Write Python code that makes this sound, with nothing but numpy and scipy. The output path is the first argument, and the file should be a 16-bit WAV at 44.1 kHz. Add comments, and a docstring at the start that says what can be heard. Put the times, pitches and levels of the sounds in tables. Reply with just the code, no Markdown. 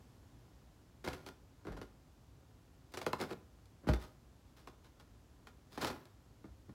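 """An inflated rubber balloon, caught, turned between two hands and tossed again in a small quiet room.
Fingers tap and slip on the skin; each push circles it as a falling chirp, short ripples being fastest.
Palms scuff it in showers of tiny slips; the skin and the air inside ring.
Firm catches wobble the whole ball. Faint rumble, hiss and hum lie underneath."""
import sys
import numpy as np
from scipy import signal
from scipy.fft import rfft, irfft
from scipy.io import wavfile

SR = 44100
rng = np.random.default_rng(int(sys.argv[2]) if len(sys.argv) > 2 else 0)


def wrap_up_sound(samples):
    """Save the sound to the file named by the first command line argument, as 16-bit audio."""
    columns = np.atleast_2d(samples).T
    # keep every value between -1 and 1, then stretch to whole-number steps
    tamed = np.clip(columns, -1, 1)
    steps = np.round(tamed * 32767).astype(np.int16)
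    wavfile.write(sys.argv[1], SR, steps)


N = 297217

# finger touches, a push then a skid: start_s, push_db, skid_db, softness_db, pock_hz
# softness: fingertip < 0 < flat pad
TOUCHES = [(1.042, -41, -48.5, 5.5, 360), (1.076, -30.5, -45.5, 3, 700), (1.132, -41, -52.5, -0.5, 406),
           (1.264, -42, -58.5, -1, 335), (1.275, -49, -70.5, 1, 340), (1.288, -46.5, -65, -2.5, 388),
           (1.722, -46, -60.5, 5.5, 750), (1.651, -47.5, -66, 10, 390), (1.67, -44.5, -80, 4, 385),
           (1.766, -53, -55, 12.5, 970), (1.815, -39.5, -55, 4.5, 403), (2.939, -40.5, -51.5, -1, 357),
           (2.973, -34, -47, -2, 370), (3.015, -39, -49.5, -1, 825), (3.065, -25.5, -47.5, 0, 483),
           (3.132, -27.5, -52.5, 0, 960), (3.214, -40, -74, -6, 427), (3.311, -38, -63, 4.5, 363),
           (3.657, -72.5, -89, -8.5, 1310), (3.87, -35.5, -52.5, 15, 210), (3.888, -25, -48, 6, 597),
           (3.936, -32.5, -51, -2, 340), (4.674, -44.5, -60.5, 2, 1050), (4.996, -73, -64, -3, 910),
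           (5.471, -50, -61.5, 0, 1300), (5.776, -35, -48.5, 5.5, 895), (5.814, -47, -43.5, -8.5, 1410),
           (5.847, -30, -46, -4.5, 940), (5.868, -43, -43, -2.5, 736), (5.9, -40, -48.5, 7.5, 1200),
           (6.055, -55, -71, -1.5, 706), (6.442, -50, -64, 14.5, 314), (6.693, -54, -69.5, 14, 250)]
# palm strokes: start_s, rise_s, fade_t60_s, level_db, softness_db
STROKES = [(1.055, 0.0067, 0.59, -53, 2.5), (1.262, 0.015, 0.12, -63.5, -4),
           (1.652, 0.022, 0.34, -54.5, 10.5), (2.918, 0.0048, 0.047, -65.5, -6.5),
           (3.18, 0.04, 0.15, -43.5, 2.5), (3.275, 0.056, 0.03, -49.5, 4.5),
           (3.831, 0.0077, .29, -65.5, 22), (3.872, 0.015, 0.21, -41, 8.5),
           (3.987, 0.036, 0.24, -58.5, -2.5), (4.563, .008, 0.25, -65, -3.5),
           (4.833, 0.01, 0.25, -69, -1.5), (5.7, 0.039, .45, -63.5, -3.5), (5.79, 0.032, 0.44, -45.5, 2.5)]


def amp(db):
    """Decibels to gain."""
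    return 10 ** (np.asarray(db) / 20)


def unit(x):
    """Scale to rms 1."""
    return x / np.sqrt(np.mean(x ** 2) + 1e-20)


def curve_at(points, hz):
    """Interpolate (freq_hz, value) points over log frequency."""
    freq_hz, value = np.transpose(points)
    return np.interp(np.log(hz + 1), np.log(freq_hz + 1), value)


def add(mix, start_s, sound):
    """Mix a sound in place."""
    part = mix[round(start_s * SR):][:len(sound)]
    part += sound[:len(part)]


def minimum_phase(gain_db):
    """Spectrum of the quickest causal response with these gains."""
    log_gain = np.log(amp(np.r_[gain_db, gain_db[-2:0:-1]]))
    return np.exp(np.conj(signal.hilbert(log_gain)))[:len(gain_db)]


def mode(hz, t60_s):
    """Impulse response of one resonance, gain about 1 at its pitch."""
    t, decay_per_s = np.arange(SR // 4) / SR, np.log(1000) / t60_s
    return 2 * decay_per_s / SR * np.exp(-decay_per_s * t) * np.cos(2 * np.pi * hz * t)


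def noise(spectrum):
    """Steady shaped noise, rms 1."""
    gain = amp(curve_at(spectrum, np.fft.rfftfreq(N, 1 / SR)))
    return unit(irfft(rfft(rng.standard_normal(N)) * gain, N))


def background(rumble_db=-60.5, hiss_db=-75, hum_hz=54.9, hum_db=-72.5):
    """Room rumble, microphone hiss and faint mains hum."""
    # noise spectra: freq_hz, density_db
    rumble_spectrum = [(15, -46), (25, -48), (34, -7), (44, -5), (65, -1.5), (81, -6), (108, -4),
                       (203, -16.5), (243, -12), (353, -18.5), (470, -22), (723, -24.5), (1030, -27),
                       (1800, -35.5), (2340, -48), (3960, -120)]
    hiss_spectrum = [(500, -28), (1500, -0.5), (2100, 1.5), (3000, 1.5), (5000, 0), (7600, -2), (8400, -6),
                     (12000, -6.5), (16000, -10.5)]
    # noise starts slightly louder and settles: time_s, gain_db
    drift = [(0, 0.4), (.9, -1.5)]
    t = np.arange(N) / SR
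    hush = amp(rumble_db) * noise(rumble_spectrum) + amp(hiss_db) * noise(hiss_spectrum)
    hum = np.sqrt(2) * np.sin(2 * np.pi * (hum_hz * t + rng.random()))
    return amp(np.interp(t, *np.transpose(drift))) * hush + amp(hum_db) * hum


def skin(bass_db, treble_db, travel_s=.0013, dispersion=.9, lap_ratio=2.6, lap_db=-4.0, size=8192):
    """Response to one push: a falling chirp, then weaker, longer ones as the ripple laps the ball."""
    # radiated spectrum of a push: freq_hz, gain_db
    radiation = [(30, -39.5), (70, 4.5), (150, 7), (350, 10.5), (650, 7.5), (1000, 6), (1500, 4),
                 (2600, -2), (4500, -2), (6000, -7), (8500, -12.5), (12000, -14), (16000, -22)]
    hz = np.fft.rfftfreq(size, 1 / SR)
    touch_db = curve_at([(250, bass_db), (800, 0.0095), (1600, 0), (4200, treble_db)], hz)
    delay_s = travel_s * rng.uniform(.85, 1.15) * (1000 / (hz + 40)) ** dispersion
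    phase = 2 * np.pi * np.cumsum(delay_s) * SR / size
    loss_db = lap_db - hz / 1000
    laps = sum(amp(k * loss_db) * np.exp(-1j * phase * (1 + k * lap_ratio * rng.uniform(.7, 1.3)))
               for k in range(1, 5))
    return irfft(minimum_phase(curve_at(radiation, hz) + touch_db) * (np.exp(-1j * phase) + laps))


def ticks(rate_per_s=12, floor_db=-48, spread_db=4):
    """Faint dull ticks of shifting fingers."""
    pushes = (rng.random(N) < rate_per_s / SR) * amp(floor_db + spread_db * rng.random(N))
    return signal.oaconvolve(pushes, skin(bass_db=7, treble_db=-22))[:N]


def contact_tone(rule, softness_db):
    """Softer contact: more bass, less treble. Slopes are dB per dB of softness."""
    bass_db, bass_slope, treble_db, treble_slope = rule
    return bass_db + bass_slope * softness_db, treble_db + treble_slope * softness_db


def taps(boost_db=18.5, creep_s=0.0014, chatter_s=0.0028, chatter_hz=2000, pock_cycles=13, pock_db=9.0):
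    """A finger creeps, lets go in one push and chatters as it grips; the spot gives a hollow pock."""
    # push tone: bass_db, bass_slope, treble_db, treble_slope
    push_tone = (1, 0.96, -1.7, -1.35)
    out, t = np.zeros(N), np.arange(-(SR // 200), SR // 40) / SR
    highpass = signal.butter(2, chatter_hz, "highpass", fs=SR)
    slip_envelope = np.exp(-abs(t) / np.where(t < 0, creep_s, chatter_s))
    for start_s, push_db, skid_db, softness_db, pock_hz in TOUCHES:
        bass_db, treble_db = contact_tone(push_tone, softness_db)
        treble_db -= 0.26 * (push_db + 46)  # a harder push spreads the contact and dulls it
        chatter = signal.lfilter(*highpass, rng.standard_normal(len(t)) * slip_envelope)
        push = (t == 0) + chatter / np.linalg.norm(chatter)
        tap = amp(push_db + boost_db) * signal.fftconvolve(push, skin(bass_db, treble_db))
        add(out, start_s + t[0], tap)
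        release_db = 0.52 * (push_db - skid_db - 24)  # a clean release rings, a skid damps the pock
        pock = signal.fftconvolve(tap, mode(pock_hz, pock_cycles / pock_hz))
        add(out, start_s + t[0], amp(release_db + pock_db) * pock)
    return out


def slide_speed(t, rise_s, t60_s):
    """Linear rise, exponential decay."""
    return np.minimum(t / rise_s, 1) * np.exp(-np.log(1000) * np.maximum(t - rise_s, 0) / t60_s)


def scuffs(slips_per_s=300, spread_db=3.5, hiss_gain=0.49, fingers=4,
           skid_rise_s=0.0028, skid_t60_s=0.11):
    """Palm strokes and finger skids: rubber sticks and slips unevenly over a fine sliding hiss."""
    # contact tones: bass_db, bass_slope, treble_db, treble_slope
    palm_tone = (1.3, 0.85, 0.23, -0.97)
    skid_tone = (-3.6, 1, 1, -0.39)
    palms = [(start_s, rise_s, t60_s, level_db, contact_tone(palm_tone, softness_db))
             for start_s, rise_s, t60_s, level_db, softness_db in STROKES]
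    skids = [(start_s, skid_rise_s, skid_t60_s, skid_db, contact_tone(skid_tone, softness_db))
             for start_s, _, skid_db, softness_db, _ in TOUCHES]
    out, t = np.zeros(N), np.arange(SR // 3) / SR
    for start_s, rise_s, t60_s, level_db, tone_db in palms + skids:
        speed = slide_speed(t, rise_s, t60_s)
        for _ in range(fingers):
            sizes = amp(spread_db * np.minimum(rng.exponential(1, len(t)), 3))
            signs = rng.choice([-1, 1], len(t))
            slips = unit(sizes * signs * (rng.random(len(t)) < slips_per_s / SR))
            friction = unit(slips + hiss_gain * rng.standard_normal(len(t)))
            add(out, start_s, amp(level_db) * signal.fftconvolve(speed * friction, skin(*tone_db)))
    return out


def palm_hiss(gain_db=-13, softness_slope=1.6, cutoff_hz=9000):
    """Airy hiss of dry palms gliding on rubber, strongest at low softness."""
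    out, t = np.zeros(N), np.arange(SR // 3) / SR
    highpass = signal.butter(2, cutoff_hz, "highpass", fs=SR)
    for start_s, rise_s, t60_s, level_db, softness_db in STROKES:
        hiss = signal.lfilter(*highpass, rng.standard_normal(len(t)))
        gain = amp(level_db + gain_db - softness_slope * softness_db)
        add(out, start_s, gain * slide_speed(t, rise_s, t60_s) * hiss)
    return out


def wobbles(sharpness=1.55, stiffening=0.467, settle_s=0.0143, swell_cycles=1.84):
    """The ball squashes and bulges; pitch settles as the hand relaxes."""
    # firm catches: start_s, level_db, pitch_hz
    catches = [(1.057, -46, 65.8), (1.672, -44, 46), (3.879, -26, 59.3), (6.464, -55, 61),
               (6.683, -50, 108.5)]
    # whole-ball modes: pitch_ratio, gain_db
    ball_modes = [(.6, -21), (.79, -22), (1, 0), (1.6, -7), (2.4, -6.5)]
    out, t = np.zeros(N), np.arange(SR // 2) / SR
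    for start_s, level_db, pitch_hz in catches:
        for pitch_ratio, gain_db in ball_modes:
            mode_hz = pitch_hz * pitch_ratio
            swell_s = swell_cycles / mode_hz
            swell = (t / swell_s * np.exp(1 - t / swell_s)) ** sharpness
            cycles = np.cumsum(mode_hz * (1 + stiffening * np.exp(-t / settle_s))) / SR
            add(out, start_s, amp(level_db + gain_db) * swell * np.sin(2 * np.pi * cycles))
    return out


def ring(x):
    """Skin and enclosed air ring on after each touch."""
    # modes of the skin (below 1 kHz) and air (above): pitch_hz, gain_db, t60_s
    resonances = [(149.5, -8, 0.2), (210, -10, 0.13), (279.4, -12.5, 0.14), (366, -7, 0.1),
                  (507, -11.5, 0.14), (852, -2.5, 0.24), (1017, -8, 0.056), (1252, 0.5, 0.26),
                  (1413, 1.5, 0.12), (2145, -3, 0.047), (3540, 4, 0.29), (4970, -7, 0.1)]
    response = sum(amp(gain_db) * mode(pitch_hz, t60_s) for pitch_hz, gain_db, t60_s in resonances)
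    return x + signal.fftconvolve(x, response)[:N]


def room(x, early_db=-21.5, tail_db=-11.0, build_s=0.011, reflections=8):
    """Early reflections off body, door and walls, then a short diffuse tail."""
    # reverberation: freq_hz, t60_s
    decay_times = [(100, 0.57), (400, 0.37), (1200, 0.42), (4000, 0.29), (9000, 0.25), (16000, 0.65)]
    t = np.arange(SR * 2 // 3) / SR
    early = np.zeros(len(t))
    signs = rng.choice([-1, 1], reflections)
    delays_s = rng.uniform(.003, .016, reflections)
    early[(delays_s * SR).astype(int)] = signs / np.sqrt(reflections)
    hz, age_s, bands = signal.stft(rng.standard_normal(len(t)), SR, nperseg=256)
    decay = np.exp(-np.log(1000) * age_s / curve_at(decay_times, hz)[:, None])
    tail = signal.istft(bands * decay, SR, nperseg=256)[1][:len(t)]
    tail *= np.minimum(t / build_s, 1) ** 2
    response = amp(early_db) * early + amp(tail_db) * tail / np.linalg.norm(tail)
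    return x + signal.fftconvolve(x, response)[:N]


def scene():
    """The handled balloon in its room, mono."""
    handling = ring(taps() + scuffs() + ticks()) + palm_hiss()
    return (room(handling) + wobbles() + background())[None]


def record(dry):
    """Microphone low cut and band limit."""
    low_cut_hz, band_limit_hz = 46, 15950
    thinned = signal.sosfilt(signal.butter(4, low_cut_hz, "highpass", fs=SR, output="sos"), dry)
    lowpass = signal.firwin(511, band_limit_hz, window=("kaiser", 9), fs=SR)
    return signal.oaconvolve(thinned, lowpass[None], "same")


dry = scene()
out = record(dry)
wrap_up_sound(out)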